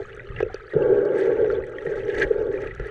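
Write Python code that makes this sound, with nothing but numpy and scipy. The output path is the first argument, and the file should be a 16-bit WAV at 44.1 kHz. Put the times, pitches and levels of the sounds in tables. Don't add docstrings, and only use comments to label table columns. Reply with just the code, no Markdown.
import sys
import numpy as np
from scipy import signal
from scipy.fft import rfft, irfft
from scipy.io import wavfile
from scipy.ndimage import uniform_filter1d

SR = 44100
rng = np.random.default_rng(int(sys.argv[2]) if len(sys.argv) > 2 else 0)


def linear_from_db(decibels):
    return 10 ** (np.asarray(decibels, float) / 20)


def generate_wav(sig):
    pcm = np.round(np.clip(np.atleast_2d(sig).T, -1, 1) * 32767).astype(np.int16)
    wavfile.write(sys.argv[1], SR, pcm)


N = 127890
GRAIN_CAP = 4.2
PING_ROUGH = 0.24


def level(x, db):
    return x * linear_from_db(db) / np.sqrt(np.mean(x ** 2))


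def curve(rows, column=1):
    rows = np.array(rows)
    return np.interp(np.arange(N) / SR, rows[:, 0], rows[:, column])


def ring(modes, order=2):
    f = np.fft.rfftfreq(32768, 1 / SR)
    power = sum(linear_from_db(db) ** 2 / (1 + (2 * (f - hz) / width) ** 2) ** order for hz, width, db in modes)
    cepstrum = irfft(np.log(power + 1e-14) / 2)
    cepstrum[1:16384] *= 2
    cepstrum[16385:] = 0
    response = irfft(np.exp(rfft(cepstrum)))[:8192]
    return response / np.abs(response).max()


def through(x, response):
    return signal.fftconvolve(x, response)[:N]


def walk(rate):
    hold = int(SR / rate)
    steps = np.repeat(rng.standard_normal(N // hold + 1), hold)
    return 1.3 * uniform_filter1d(uniform_filter1d(steps, hold), hold)[:N]


def grains(rate, spread_db):
    u = rng.random((3, N))
    size_db = spread_db * np.minimum(-np.log(1 - u[2]), GRAIN_CAP)
    return (u[0] < rate / SR) * np.sign(u[1] - .5) * linear_from_db(size_db)


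def tones(rows, glide, rise_s, rough):
    out = np.zeros(N + SR)
    size_shake, pitch_shake = rough * np.array([np.tile(walk(900), 2), np.tile(walk(900), 2)])
    for start_s, db, hz, t60 in rows:
        t60 = max(t60, .002)
        t = np.arange(min(int(t60 * SR), SR - 1)) / SR
        i = max(int(start_s * SR), 0) + np.arange(len(t))
        j = (i + int(hz)) % N
        phase = 2 * np.pi * hz * t * (1 + glide * t / t60) + pitch_shake[j]
        wave = (1 + size_shake[j] / 2) * np.sin(phase)
        fade = (1 - np.exp(-t / rise_s)) * 1000. ** (-t / t60)
        out[i] += linear_from_db(db) * fade * wave
    return out[:N]


# pitch in Hz, width in Hz, height in dB.
BODY_MODES = [(137, 40, -19.5), (317.8, 97, -15.5), (389.3, 53.7, 0), (435.8, 69, 0), (492.4, 65, -4),
              (565.3, 56, -11), (614.6, 26, -14.5), (841.8, 94, -21.5), (1130, 67, -29), (1400, 140, -30.5),
              (1580, 140, -24.5), (2244, 73, -41), (3056, 1000, -55.5), (6300, 1500, -69)]
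# time in seconds, level in dB before the flicker.
DRAG_LEVEL = [(0, -30.5), (.05, -49), (.3, -42), (.4, -39.5), (.47, -37.5), (.53, -50), (.731, -45.5),
              (.737, -23), (.78, -20.5), (.9, -16), (1.1, -20), (1.3, -21), (1.45, -24), (1.56, -25),
              (1.65, -36.5), (1.72, -32), (1.84, -32), (1.95, -26.5), (2.1, -29.5), (2.24, -23),
              (2.29, -26), (2.37, -25.5), (2.48, -26.5), (2.6, -28.5), (2.7, -35.5), (2.77, -46.5),
              (2.82, -36.5), (2.9, -41)]


def drag(body):
    jolts_per_s, spread_db, flicker_db = 6000, 2, 1.4
    strength_db = curve(DRAG_LEVEL) + flicker_db * walk(30.095)
    jolts = grains(jolts_per_s, spread_db) * linear_from_db(strength_db)
    steady = through(grains(jolts_per_s, spread_db), body)
    return through(jolts, body) / np.sqrt(np.mean(steady ** 2))


# start in seconds, peak of the hum in dB, level of the tick in dB
# relative to that peak (before the port), length of the push in seconds.
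KNOCK_EVENTS = [(0, -23.5, -16, 0.0011), (0.018, -33.5, -4.5, 0.0049), (0.171, -32.5, -21, 0.0063),
                (.404, -14, -14.5, 0.0012), (0.426, -9, -20.5, 0.0045), (0.448, -24.5, -17, 0.0046),
                (0.462, -21.5, -19, 0.0022), (.543, -20.5, -22, 0.00074), (0.734, -19.5, -25.5, 0.0015),
                (.756, -10.5, -32, .015), (1.412, -16.5, -40, 0.027), (1.463, -13, -21, 0.014),
                (1.5, -24.5, -6, .002), (1.522, -15.5, -25, 0.016), (1.855, -23, -15, 0.0038),
                (1.87, -16.5, -16, 0.0014), (1.936, -27, -14, 0.0015), (2.082, -16.5, -13.5, 0.012),
                (2.303, -7, -39, 0.014), (2.466, -23, -29, 0.01), (2.538, -19.5, -24, 0.0062),
                (2.797, -23.5, -8, 0.0016), (2.81, -45, -9, 0.0019), (2.852, -25, -25, .015)]


def knocks(body, port):
    push_hz, tick_decay_s = 444, .0015
    out, ticks = np.zeros(N + SR), np.zeros(N)
    for start_s, db, tick_db, push_s in KNOCK_EVENTS:
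        i = int(start_s * SR)
        t = np.arange(max(int(push_s * SR), 8)) / SR
        push = np.hanning(len(t)) * np.cos(2 * np.pi * push_hz * t)
        blow = np.convolve(push, body)
        out[i:i + len(blow)] += linear_from_db(db) * blow / np.abs(blow).max()
        ticks[i] = linear_from_db(db + tick_db)
    fade = np.exp(-np.arange(800) / SR / tick_decay_s)
    crunch = rng.standard_normal(N) * through(ticks, fade) / np.sqrt(tick_decay_s * SR / 2)
    return out[:N] + through(crunch, port)


# pitch in Hz, width in Hz, height in dB.
PORT_MODES = [(716, 300, -6.5), (1312, 76, 1.5), (1658, 180, 4.5), (1920, 263, 2), (2375, 490, -10.5),
              (2930, 300, -17.5), (3364, 810, -19), (4403, 710, -33), (5950, 1700, -31),
              (8170, 1400, -41.5), (9680, 850, -44), (12200, 4000, -62.5)]
# time in seconds, level in dB, treble boost or cut in dB.
GRIT_SWELLS = [(0, -49.5, 10.5), (.16, -50.5, 0.5), (.3, -55, 8), (.345, -53, 6), (.36, -43.5, -7.5),
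               (.41, -39.5, -18), (.46, -53.5, -12), (.54, -49.5, 6), (.58, -46.5, -7), (.68, -55.5, 9.5),
               (.735, -43.5, 1), (.78, -56, -8.5), (1.12, -50.5, 1.5), (1.18, -37, 7), (1.22, -33, 4.5),
               (1.245, -37.5, 1), (1.26, -38, 3), (1.3, -46.5, 2), (1.48, -46, -3), (1.6, -52, -6.5),
               (1.75, -51.5, 5.5), (1.95, -42.5, 2.5), (2.05, -42.5, 4.5), (2.14, -34, 0.5),
               (2.165, -32, 1), (2.182, -25, -0.5), (2.195, -29.5, 4), (2.22, -24, -3), (2.24, -27.5, 0),
               (2.26, -43, 5.5), (2.45, -55, 5), (2.56, -47.5, 4), (2.66, -38, 0.5), (2.76, -50, 2),
               (2.81, -44, -2), (2.9, -48.5, 3)]


def grit():
    hits_per_s, spread_db, flicker_db, treble_hz = 4600, 3.5, 2.12, 4000
    patchy_db, patches_per_s = 3.5, 130
    calm_db, low_hz, low_lag = -46.5, 1500, .4
    hits = grains(hits_per_s, spread_db) * linear_from_db(flicker_db * walk(70))
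    swell_db = curve(GRIT_SWELLS)
    sand = 0
    for k, (hz, width, db) in enumerate(PORT_MODES):
        patchy_hits = hits * linear_from_db(patchy_db * walk(patches_per_s))
        band = through(patchy_hits, ring([(hz, 1.46 * width, 0)], order=3))
        band = level(band, db + 10 * np.log10(width))
        if hz < low_hz:
            band = band * linear_from_db(-low_lag * np.maximum(swell_db - calm_db, 0))
        sand = sand + (-1) ** k * band
    sand = level(sand, 0)
    treble = signal.sosfilt(signal.butter(2, treble_hz, "high", fs=SR, output="sos"), sand)
    return linear_from_db(swell_db) * (sand + (linear_from_db(curve(GRIT_SWELLS, column=2)) - 1) * treble)


# start in seconds, level in dB before rise and fade, starting pitch in Hz,
# time to fade by 60 dB in seconds.
PING_EVENTS = [(0.004, -35.5, 662, 0.08), (0.404, -19.5, 735, 0.023), (0.499, -33.5, 750, 0.076),
               (1.444, -29, 722, 0.038), (0.0847, -37, 1400, 0.044), (0.1476, -44, 1290, 0.035),
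               (0.1955, -28.5, 1920, 0.043), (0.386, -47, 1840, 0.023), (0.4035, -19, 1740, 0.012),
               (0.598, -37.5, 1280, 0.077), (0.6789, -34, 1700, 0.027), (0.7228, -30, 1890, 0.039),
               (1.4451, -28, 1580, 0.027), (1.501, -21, 1386, 0.035), (1.6377, -29, 1930, 0.025),
               (1.7355, -36.5, 1320, 0.044), (1.7843, -24.5, 1860, 0.029), (1.8652, -24.5, 1860, 0.042),
               (1.9375, -27.5, 1540, 0.028), (2.5406, -43.5, 1980, 0.031), (2.7102, -27, 1930, 0.034),
               (2.7955, -32, 1370, 0.058), (0.1291, -38.5, 2850, 0.02), (0.194, -36, 2360, 0.024),
               (0.2698, -42.5, 2970, 0.033), (0.3481, -53, 2570, 0.024), (0.3631, -29.5, 2726, 0.025),
               (0.4294, -31.5, 2590, 0.03), (0.5422, -42, 2470, 0.022), (0.5586, -37, 2520, 0.019),
               (0.822, -33.5, 2680, 0.026), (1.2126, -46, 2460, 0.021), (1.5514, -39.5, 3420, 0.033),
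               (1.7504, -49, 2820, 0.031), (1.7833, -40, 3200, 0.03), (2.2209, -42, 2680, 0.027),
               (2.3166, -53, 2490, 0.024), (2.576, -34, 2340, 0.028), (2.6738, -31, 2470, 0.019),
               (2.799, -45, 2640, 0.021), (0.3496, -60, 4400, 0.014), (0.5432, -29.5, 4570, 0.012),
               (0.623, -56, 4740, 0.018), (0.6699, -51, 4500, 0.029), (0.83, -50.5, 4420, 0.018),
               (1.0505, -48.5, 4430, 0.018), (1.5234, -55.5, 4000, 0.018), (1.5234, -44, 4360, 0.023),
               (1.7659, -64, 4520, 0.018), (1.9784, -47, 4400, 0.018), (2.152, -50, 4260, 0.018),
               (2.1819, -38, 4400, 0.02), (2.2189, -29, 4250, 0.018), (2.797, -51, 4200, 0.018),
               (0.0588, -49, 6600, 0.01), (0.1486, -47, 6100, 0.01), (0.4269, -41, 5800, 0.01),
               (0.5432, -39.5, 5700, 0.01), (1.4805, -48.5, 5770, 0.01), (1.6696, -55, 5730, 0.012),
               (1.8223, -51, 5800, 0.01), (2.0512, -45, 5800, 0.01), (2.1485, -47, 6120, 0.01),
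               (2.1844, -53, 5300, 0.01), (2.1844, -37, 6340, 0.011), (2.1979, -35, 6000, 0.013),
               (2.2298, -35, 6300, 0.01), (2.6179, -47.5, 6350, 0.0092), (2.7492, -49, 5870, 0.0083),
               (2.8694, -51, 5900, 0.01), (0.1486, -54, 8190, 0.008), (1.053, -56.5, 7380, 0.008),
               (1.1298, -67.5, 7210, 0.008), (1.6417, -54, 7890, 0.008), (1.6661, -51, 8030, 0.008),
               (1.697, -55, 8160, 0.008), (1.8537, -60, 8250, 0.008), (1.9066, -58, 8030, 0.008),
               (2.1475, -55, 9360, 0.008), (2.1844, -54, 7730, 0.008), (2.3635, -62, 8020, 0.008),
               (2.8699, -53, 9830, 0.008)]


def pings():
    return tones(PING_EVENTS, glide=0.024, rise_s=0.00052, rough=PING_ROUGH)


# pings per second, least level in dB at 2 kHz,
# tilt in dB per octave, spread in dB, cycles until 60 dB down, lowest Hz, highest Hz.
FIZZ_KINDS = [(398, -49, -7.5, 3, 49.4, 1200, 4500), (350, -47.5, -6.5, 3.5, 15, 5600, 10500)]


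def fizz():
    out = 0
    for rate, least_db, tilt_db, spread_db, cycles, low_hz, high_hz in FIZZ_KINDS:
        u = rng.random((1500, 4))
        u = u[u[:, 3] < rate * N / SR / 1500]
        start_s = u[:, 0] * N / SR
        hz = low_hz * (high_hz / low_hz) ** u[:, 1]
        extra_db = spread_db * np.minimum(-np.log(1 - u[:, 2]), GRAIN_CAP)
        db = least_db + tilt_db * np.log2(hz / 2000) + extra_db
        out = out + tones(zip(start_s, db, hz, cycles / hz), 0.045, 0.0011, PING_ROUGH)
    return out


# start in seconds, peak in dB, centre in Hz.
SNAP_EVENTS = [(.148, -59, 6490), (.165, -53, 7400), (.404, -26, 1290), (.427, -48.5, 5500),
               (.543, -37, 4440), (.737, -41, 3510), (1.052, -51, 5600), (1.212, -44, 4460),
               (1.257, -49, 5500), (1.446, -39, 3000), (1.514, -49.5, 5030), (1.668, -54, 6470),
               (1.696, -54, 7000), (1.854, -52, 7500), (1.958, -52, 5960), (2.149, -45, 5500),
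               (2.184, -47, 6500), (2.198, -40, 6480), (2.231, -38.5, 5440), (2.382, -52, 4000),
               (2.425, -54, 5450), (2.62, -47, 5870), (2.672, -42, 2980), (2.749, -44.5, 5000),
               (2.798, -50, 4500), (2.87, -53.5, 7600)]


def snaps():
    decay_s, edge_ratio = 0.0015, 1.55
    out, t = np.zeros(N + SR), np.arange(600) / SR
    for (start_s, db, hz), noise in zip(SNAP_EVENTS, rng.standard_normal((len(SNAP_EVENTS), 600))):
        edges = hz * edge_ratio ** np.array([-.5, .5])
        band = signal.butter(2, edges, "band", fs=SR, output="sos")
        burst = signal.sosfilt(band, noise * np.exp(-t / decay_s))
        i = int(start_s * SR)
        out[i:i + 600] += linear_from_db(db) * burst / np.abs(burst).max()
    return out[:N]


# time in seconds, level in dB.
EDDY_LEVEL = [(0, -45.5), (.26, -47.5), (.3, -37.5), (.48, -38.5), (.55, -49), (.72, -49), (.77, -37),
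              (.95, -48), (1.1, -56.5), (1.2, -52.5), (1.26, -46), (1.55, -43), (1.75, -47), (2, -39.5),
              (2.18, -38), (2.29, -39.5), (2.34, -42.5), (2.5, -40.5), (2.6, -42.5), (2.78, -40.5),
              (2.81, -27.5), (2.9, -51)]
# pitch in Hz, width in Hz, height in dB.
EDDY_MODES = [(25, 34, 0), (42.55, 72, 1.5), (83, 22, -6.5), (114.4, 36, 1.5), (160, 100, -12.5),
              (222, 61, -18)]
# start in seconds, level in dB before rise and fade, starting pitch in Hz,
# time to fade by 60 dB in seconds.
THUD_EVENTS = [(0.3, -30, 119, 0.14), (0.349, -33, 99, 0.17), (0.379, -27.5, 124.6, 0.14),
               (0.753, -18.5, 154, 0.15), (0.927, -32, 120.6, 0.15), (1.867, -27.5, 159, 0.1),
               (2.249, -23.5, 44, 0.19), (2.368, -37, 45.6, 0.18), (2.739, -42, 167, 0.14),
               (2.799, -33, 40, 0.19), (2.821, -25, 52.6, 0.18)]


def eddies():
    swirl = rng.standard_normal(N) * linear_from_db(2.4 * walk(11))
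    rumble = level(through(swirl, ring(EDDY_MODES)), 0) * linear_from_db(curve(EDDY_LEVEL))
    return rumble + tones(THUD_EVENTS, glide=-0.066, rise_s=0.0021, rough=0)


def scene():
    body, port = ring(BODY_MODES), ring(PORT_MODES)
    housing = drag(body) + knocks(body, port)
    river = grit() + pings() + fizz() + snaps() + eddies()
    return (housing + river)[None]


def preamp_hiss():
    lowpass = signal.butter(2, 7000, fs=SR, output="sos")
    return level(signal.sosfilt(lowpass, rng.standard_normal(N)), -82.5)


def roll_off(x):
    return signal.sosfilt(signal.butter(12, 15480, fs=SR, output="sos"), x)


def record(dry):
    mix = dry + preamp_hiss()
    return roll_off(mix)


dry = scene()
out = record(dry)
generate_wav(out)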